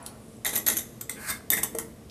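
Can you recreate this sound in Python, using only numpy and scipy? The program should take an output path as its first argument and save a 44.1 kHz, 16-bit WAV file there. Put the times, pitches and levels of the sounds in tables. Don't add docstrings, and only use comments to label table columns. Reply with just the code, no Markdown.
import sys
import numpy as np
from scipy import signal
from scipy.io import wavfile

SR = 44100
rng = np.random.default_rng(int(sys.argv[2]) if len(sys.argv) > 2 else 0)


def digitize_waveform(pressure):
    field = np.atleast_2d(pressure).T
    bounded = np.clip(field, -1, 1)
    quanta = np.round(bounded * 32767).astype(np.int16)
    wavfile.write(sys.argv[1], SR, quanta)


def to_linear_factor(level_db):
    exponent = np.asarray(level_db, float) / 20
    return 10 ** exponent


N = 92918

# frequency in Hz, width in Hz, level in dB.
LIFT_MODES = [(1760, 780, -12), (1957, 170, -12), (3580, 620, -8.5), (6560, 81, -6.5), (7070, 130, -9.5),
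              (7620, 140, -6), (9100, 490, -5.5), (10000, 440, -6), (11580, 150, -0.5)]
# frequency in Hz, width in Hz, level in dB.
TIP_MODES = [(1850, 134, -8.5), (2000, 92, -9), (3610, 270, -15), (6400, 140, -28), (7900, 150, -6),
             (9100, 560, -2), (10000, 320, -12), (12000, 180, 0), (13300, 270, -16)]


def evened(x):
    return x / np.sqrt(np.mean(x ** 2) + 1e-20)


def read(points, hz):
    f, value = np.transpose(points)
    return np.interp(np.log(hz + 1), np.log(f + 1), value)


def curve(points, column=1):
    p = np.array(points)
    return to_linear_factor(np.interp(np.arange(N) / SR, p[:, 0], p[:, column], -140, -140))


def colour(x, points):
    gain = np.log(to_linear_factor(read(points, abs(np.fft.fftfreq(4096, 1 / SR)))))
    taps = np.fft.ifft(np.exp(np.conj(signal.hilbert(gain)))).real[:2048]
    return signal.oaconvolve(x, taps / np.linalg.norm(taps))[:N]


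def resonate(x, hz, width):
    r = np.exp(-np.pi * max(width, 5) / SR)
    w = 2 * np.pi * hz / SR
    zeros = np.sqrt((1 - r * r) / 2) * np.array([1, 0, -1])
    return signal.lfilter(zeros, [1, -2 * r * np.cos(w), r * r], x)


def grit(per_s, spread_db):
    size = to_linear_factor(spread_db * np.minimum(rng.exponential(1, N), 4)) * rng.choice([-1., 1.], N)
    return evened(size * (rng.random(N) < per_s / SR))


def air():
    # frequency in Hz, level in dB per Hz.
    hiss = [(15, -60), (25, -18.5), (199, -3), (661, -12.5), (910, -24.5), (1160, -19), (1360, -27),
            (13400, -32), (14500, -67)]
    # frequency in Hz, width in Hz, level in dB.
    partials = [(66, 22, -53), (121, 12, -52), (223, 9, -49.5), (450, 18, -56)]
    hum = sum(to_linear_factor(db) * resonate(rng.standard_normal(N), hz, w) / np.sqrt(2) for hz, w, db in partials)
    return to_linear_factor(-51) * colour(rng.standard_normal(N), hiss) + hum


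def room(x):
    # frequency in Hz, T60 in seconds.
    decay = [(250, 0.62), (660, 0.28), (1740, 0.22), (4590, 0.19), (12100, 0.15)]
    gap_s, late_db, late_slower = 0.0037, -24.5, 6.1
    taps = np.zeros(SR)
    at = np.arange(round(gap_s * SR), len(taps) - 10, 10)
    taps[at + rng.integers(0, 10, len(at))] = rng.choice([-1., 1.], len(at))
    hz, t, z = signal.stft(taps, SR, nperseg=128)
    fall_db = -60 * t / read(decay, hz)[:, None]
    fall = to_linear_factor(fall_db) + to_linear_factor(late_db + fall_db / late_slower)
    tail = signal.istft(z * fall, SR, nperseg=128)[1]
    return signal.oaconvolve(x, tail / np.linalg.norm(tail))[:N]


def rustle():
    # time in seconds, level in dB.
    strokes = [(0, -64), (.06, -50), (.11, -66), (.16, -62.5), (.3, -57), (.44, -64)]
    # frequency in Hz, level in dB.
    dry_colour = [(1200, -35), (2500, -28), (6500, -2), (9700, 8), (14000, -16)]
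    hz, width_hz, start_db, t60_s = 600, 700, -49, 0.8
    shuffle = resonate(rng.standard_normal(N), hz, width_hz)
    shuffle = evened(resonate(shuffle, hz, 2 * width_hz))
    fade = to_linear_factor(start_db - 60 * np.arange(N) / SR / t60_s)
    return colour(grit(7000, 1.1), dry_colour) * curve(strokes) * to_linear_factor(-5) + shuffle * fade


def wooden_table(push, modes, rise_s):
    t = np.arange(SR // 4) / SR
    ring = sum(to_linear_factor(db - 60 * t / t60) * np.sin(2 * np.pi * hz * t) for hz, db, t60 in modes)
    return signal.oaconvolve(push, ring * np.minimum(t / rise_s, 1))[:N]


def wall(drive, hollow, modes, crack_db):
    # frequency in Hz, level in dB per Hz.
    crack = [(300, -9), (900, -10), (2600, -12), (5000, -12), (6500, -9), (10000, -6.5), (14000, -7.5)]
    # frequency in Hz, level in dB per Hz.
    body = [(250, -27.5), (600, 6), (1500, 4), (2400, -12), (3200, -3.5), (5000, -19.5), (14000, -40)]
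    hollow_below_hz, damped_hz = 4500, 130
    out = to_linear_factor(crack_db) * colour(drive, crack)[:len(drive)]
    out = out + to_linear_factor(-18) * colour(hollow, body)[:len(drive)]
    for hz, w, db in modes:
        if hz < hollow_below_hz:
            push, size = resonate(hollow, hz, 4 * w), np.std(hollow)
        else:
            push, size = drive, np.std(drive)
        out = out + to_linear_factor(db) * size * evened(resonate(push, hz, max(w, damped_hz)))
    return out


def ticks(events, modes, db, crack_db, skew):
    # frequency in Hz, level in dB, T60 in seconds.
    wood = [(232, -7, .05), (310, -3, .05), (420, -4, .05), (600, -4, .04), (850, -4, .035)]
    spot_detune, spot_db = 0.006, 2.5
    out, thud = np.zeros((2, N + 3000))
    t = np.arange(3000) / SR
    for s, peak_db, hollow_db, thud_db, ms in events:
        u = np.clip(t / (max(ms, 1) / 1000), 0, 1)
        burst = np.sin(np.pi * u ** skew) * rng.standard_normal(len(t))
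        burst = to_linear_factor(peak_db + db) * burst / np.linalg.norm(burst)
        chance = rng.standard_normal((len(modes), 2))
        spot = [(hz * (1 + spot_detune * a), w, level + spot_db * b)
                for (hz, w, level), (a, b) in zip(modes, chance)]
        at = round(s * SR)
        out[at:at + len(t)] += wall(burst, to_linear_factor(hollow_db) * burst, spot, crack_db)
        thud[at] += to_linear_factor(peak_db + thud_db)
    return out[:N] + wooden_table(thud[:N], wood, 0.0018)


def finger_touches():
    # start in seconds, peak in dB, hollow push in dB, thud in dB, contact in ms.
    touches = [
        (.0628, -24.5, 1.5, -45, 6.7),
        (.0894, -50, -3, -35, 4.4),
        (2.0974, -43.5, 11, -33, 23),
    ]
    # frequency in Hz, width in Hz, level in dB.
    modes = [(3980, 2000, 2), (5330, 4400, -6), (9700, 2600, 9)]
    return ticks(touches, modes, db=1.0, crack_db=1.5, skew=0.18)


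def chatter():
    # time in seconds, level in dB.
    lifting = [(.449, -44), (.47, -37.5), (.52, -50.5), (.575, -37.5), (.655, -124), (.665, -36),
               (.69, -37.5), (.75, -51), (.8, -45.5)]
    # time in seconds, level in dB.
    tipping = [(1.503, -69), (1.512, -37), (1.545, -45), (1.56, -50), (1.59, -41), (1.62, -87), (1.66, -66)]
    scuffs = signal.oaconvolve(grit(900, 2.2), np.hanning(90))[:N]
    g = evened(scuffs * rng.standard_normal(N))
    a, b = g * curve(lifting), g * curve(tipping)
    lifted = wall(a, a * to_linear_factor(-9.0), LIFT_MODES, crack_db=6.5)
    return lifted + wall(b, b * to_linear_factor(7.0), TIP_MODES, crack_db=7.0)


def cap_rub():
    # time in seconds, level in dB, hollow push in dB.
    stroke = [
        (1.12, -44, -32),
        (1.17, -54, 24.5),
        (1.2, -42.5, 11.5),
        (1.26, -39.5, 13),
        (1.275, -34, 8.5),
        (1.303, -26, 4.5),
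        (1.33, -41.5, 14.5),
        (1.37, -48, 0),
        (1.41, -81, -21),
    ]
    # frequency in Hz, width in Hz, level in dB.
    modes = [(1230, 260, -16), (1626, 286, -7.5), (2030, 370, -13.5), (4500, 1300, -5), (8320, 390, -5),
             (9070, 250, -4), (12050, 250, -14)]
    g = grit(5000, 2.2) * curve(stroke) * to_linear_factor(-10.5)
    return wall(g, g * curve(stroke, column=2), modes, crack_db=5.5)


def cap_clicks():
    # start in seconds, peak in dB, hollow push in dB, thud in dB, contact in ms.
    clicks = [
        (1.0095, -19.5, -3.5, -34, 10.6),
        (1.0945, -16.5, 3.5, -30, 6.7),
        (1.1114, -25, -27, -16.5, 9.9),
    ]
    # frequency in Hz, width in Hz, level in dB.
    modes = [(1250, 450, -13), (2100, 400, -13), (3640, 280, -9), (4550, 1300, -10.5), (6400, 500, -11.5),
             (7700, 240, -5.5), (8320, 460, 2.5), (9160, 500, -5), (12100, 270, -2.5), (12700, 470, -11)]
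    return ticks(clicks, modes, db=4.5, crack_db=0.0, skew=0.61)


def set_down():
    # start in seconds, peak in dB, hollow push in dB, thud in dB, contact in ms.
    landings = [
        (1.7492, -23.5, 17, -9, 5.8),
        (1.7862, -12, 2, -51, 1.4),
        (1.7872, -16.5, 13, -23, 3),
        (1.7956, -26, 19, -38, 4.6),
    ]
    # frequency in Hz, width in Hz, level in dB.
    modes = [(1940, 200, -18), (6800, 700, -9), (8500, 700, -8), (10000, 400, -4), (11200, 600, -9),
             (12900, 500, -7)]
    return ticks(landings, modes, db=2.5, crack_db=2.5, skew=0.94)


def base_knock():
    # frequency in Hz, level in dB, T60 in seconds.
    modes = [(452, -23, .09), (340, -31, .07), (641, -31, .07), (1150, -38, .03)]
    landing = 1. * (np.arange(N) == round(1.7465 * SR))
    return wooden_table(landing, modes, 0.0038)


def lift_tumble():
    # start in seconds, peak in dB, hollow push in dB, thud in dB, contact in ms.
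    tumble = [(.4476, -18, 7.5, -20.5, 4.8), (.455, -25.5, 19, -40, 4.5), (.4605, -18.5, 5, -18, 8.1),
              (.465, -17.5, 9.5, -20, 3.1), (.4752, -27, 12, -10, 3.8), (.4933, -25.5, 13, -8, 7),
              (.5305, -21, 8.5, -10.5, 17), (.5532, -21.5, -3, -21, 6.4), (.5562, -15, -23, -39, 5.2),
              (.5617, -15, 2.5, -28, 5.8), (.5755, -22, -5, -34, 1.4), (.585, -32, -14, -24, 6.4),
              (.661, -51, -11, -28, 9.2), (.667, -17, 9, -18.5, 3.9), (.674, -23.5, 10, -19, 2.6),
              (.6769, -21, -8, -27, 2.5), (.6848, -11.5, 6, -30.5, 4.5), (.6921, -18.5, -14, -10.5, 4),
              (.699, -15, 5.5, -43, 12), (.7068, -34, -11, -38, 4.6), (.7185, -29, 12, -37, 8.3),
              (.761, -26, 6, -30, 3.1), (.7683, -13, -12, -43, 5.2), (.7753, -32, 2, -35, 4.5),
              (.7853, -18, -6, -40, 6.5), (.791, -21, 2, -30, 5.4)]
    return ticks(tumble, LIFT_MODES, db=6.5, crack_db=1.0, skew=0.38)


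def tip_tumble():
    # start in seconds, peak in dB, hollow push in dB, thud in dB, contact in ms.
    tumble = [(1.5022, -9, -12, -39, 5), (1.507, -22, -12, -36, 6.8), (1.5125, -20, 0, -18, 3.4),
              (1.516, -13, -3, -21.5, 7.3), (1.523, -16.5, -3, -23, 4.8), (1.532, -9.5, 5, -24, 6),
              (1.539, -15, 0, -30, 5.4), (1.547, -28.5, -5, -27, 8), (1.5685, -20, -15, -16, 4.5),
              (1.5725, -19.5, 6, -17, 5.6), (1.5775, -18.5, 7, -25, 3.4), (1.586, -22, 5, -18, 3.3),
              (1.592, -33, 8, -6, 4.8), (1.628, -23.5, 8.5, -34, 12), (1.6318, -8.5, -3, -37, 7.8),
              (1.643, -26, 7, -11.5, 6.9)]
    return ticks(tumble, TIP_MODES, db=5.5, crack_db=2.0, skew=0.42)


def pings():
    # start in seconds, peak in dB, frequency in Hz, ring in ms.
    landings = [(.026, -40, 10000, 4.2), (.027, -49, 7700, 4), (.063, -35, 3830, 1.5), (.366, -51, 7800, 4),
                (1.094, -26.5, 2040, 3.8), (.455, -28, 2000, 2.2), (1.2985, -25.5, 8570, 6),
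                (.4482, -21.5, 9100, 3), (.463, -18.5, 11900, 4), (.5565, -20, 12100, 5.6),
                (.5625, -20.5, 11750, 5.1), (.562, -26, 3570, 2.4), (.5755, -22.5, 8000, 2.5),
                (.5755, -23, 9900, 3.4), (.578, -22.5, 11800, 15), (.6775, -13.5, 11940, 7.2),
                (.683, -17.5, 6400, 7.1), (.6855, -15, 11920, 3.7), (.7068, -30, 10000, 5.9),
                (.718, -23, 10240, 5.9), (.769, -29, 6400, 12), (.775, -16.5, 11870, 3.8),
                (1.304, -35, 3620, 14), (1.356, -44.5, 3560, 12), (1.5025, -10.5, 11860, 4.7),
                (1.503, -26, 3610, 5.1), (1.518, -27.5, 3610, 12.5), (1.528, -22, 1850, 3.6),
                (1.533, -17.5, 12000, 9), (1.533, -30, 1970, 6), (1.542, -28, 1853, 4),
                (1.578, -32, 1958, 13), (1.634, -15.5, 9100, 4.2), (1.636, -21, 12000, 4.6),
                (1.7495, -25, 8500, 1.7), (1.012, -30, 12100, 5.5), (1.3, -32, 12050, 14),
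                (1.31, -36, 2137, 30)]
    peak_at, partner, partner_db = 0.35, 1.02, -9
    out = np.zeros(N + 3000)
    t = np.arange(3000) / SR
    for s, peak_db, hz, ms in landings:
        phase = 2 * np.pi * rng.random(2)
        u = t / (peak_at * max(ms, 1) / 1000)
        pair = np.sin(2 * np.pi * hz * t + phase[0])
        pair += to_linear_factor(partner_db) * np.sin(2 * np.pi * hz * partner * t + phase[1])
        at = round(s * SR)
        out[at:at + len(t)] += to_linear_factor(peak_db - 1.5) * u * np.exp(1 - u) * pair
    return out[:N]


def scene():
    near = rustle() + finger_touches() + chatter() + cap_rub() + cap_clicks()
    near = near + set_down() + lift_tumble() + tip_tumble()
    aimed = base_knock() + pings()
    echo = to_linear_factor(-3) * room(near + to_linear_factor(-7) * aimed)
    return (near + aimed + echo + air())[None]


def low_pass(x):
    return signal.sosfilt(signal.butter(12, 15210, fs=SR, output="sos"), x)


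def record(dry):
    treble_cut = signal.firwin(221, 13880, window=("kaiser", 2), fs=SR)
    cut = signal.oaconvolve(dry, treble_cut[None], "same")
    cut = signal.sosfilt(signal.butter(2, 40, "high", fs=SR, output="sos"), cut)
    return low_pass(cut)


dry = scene()
out = record(dry)
digitize_waveform(out)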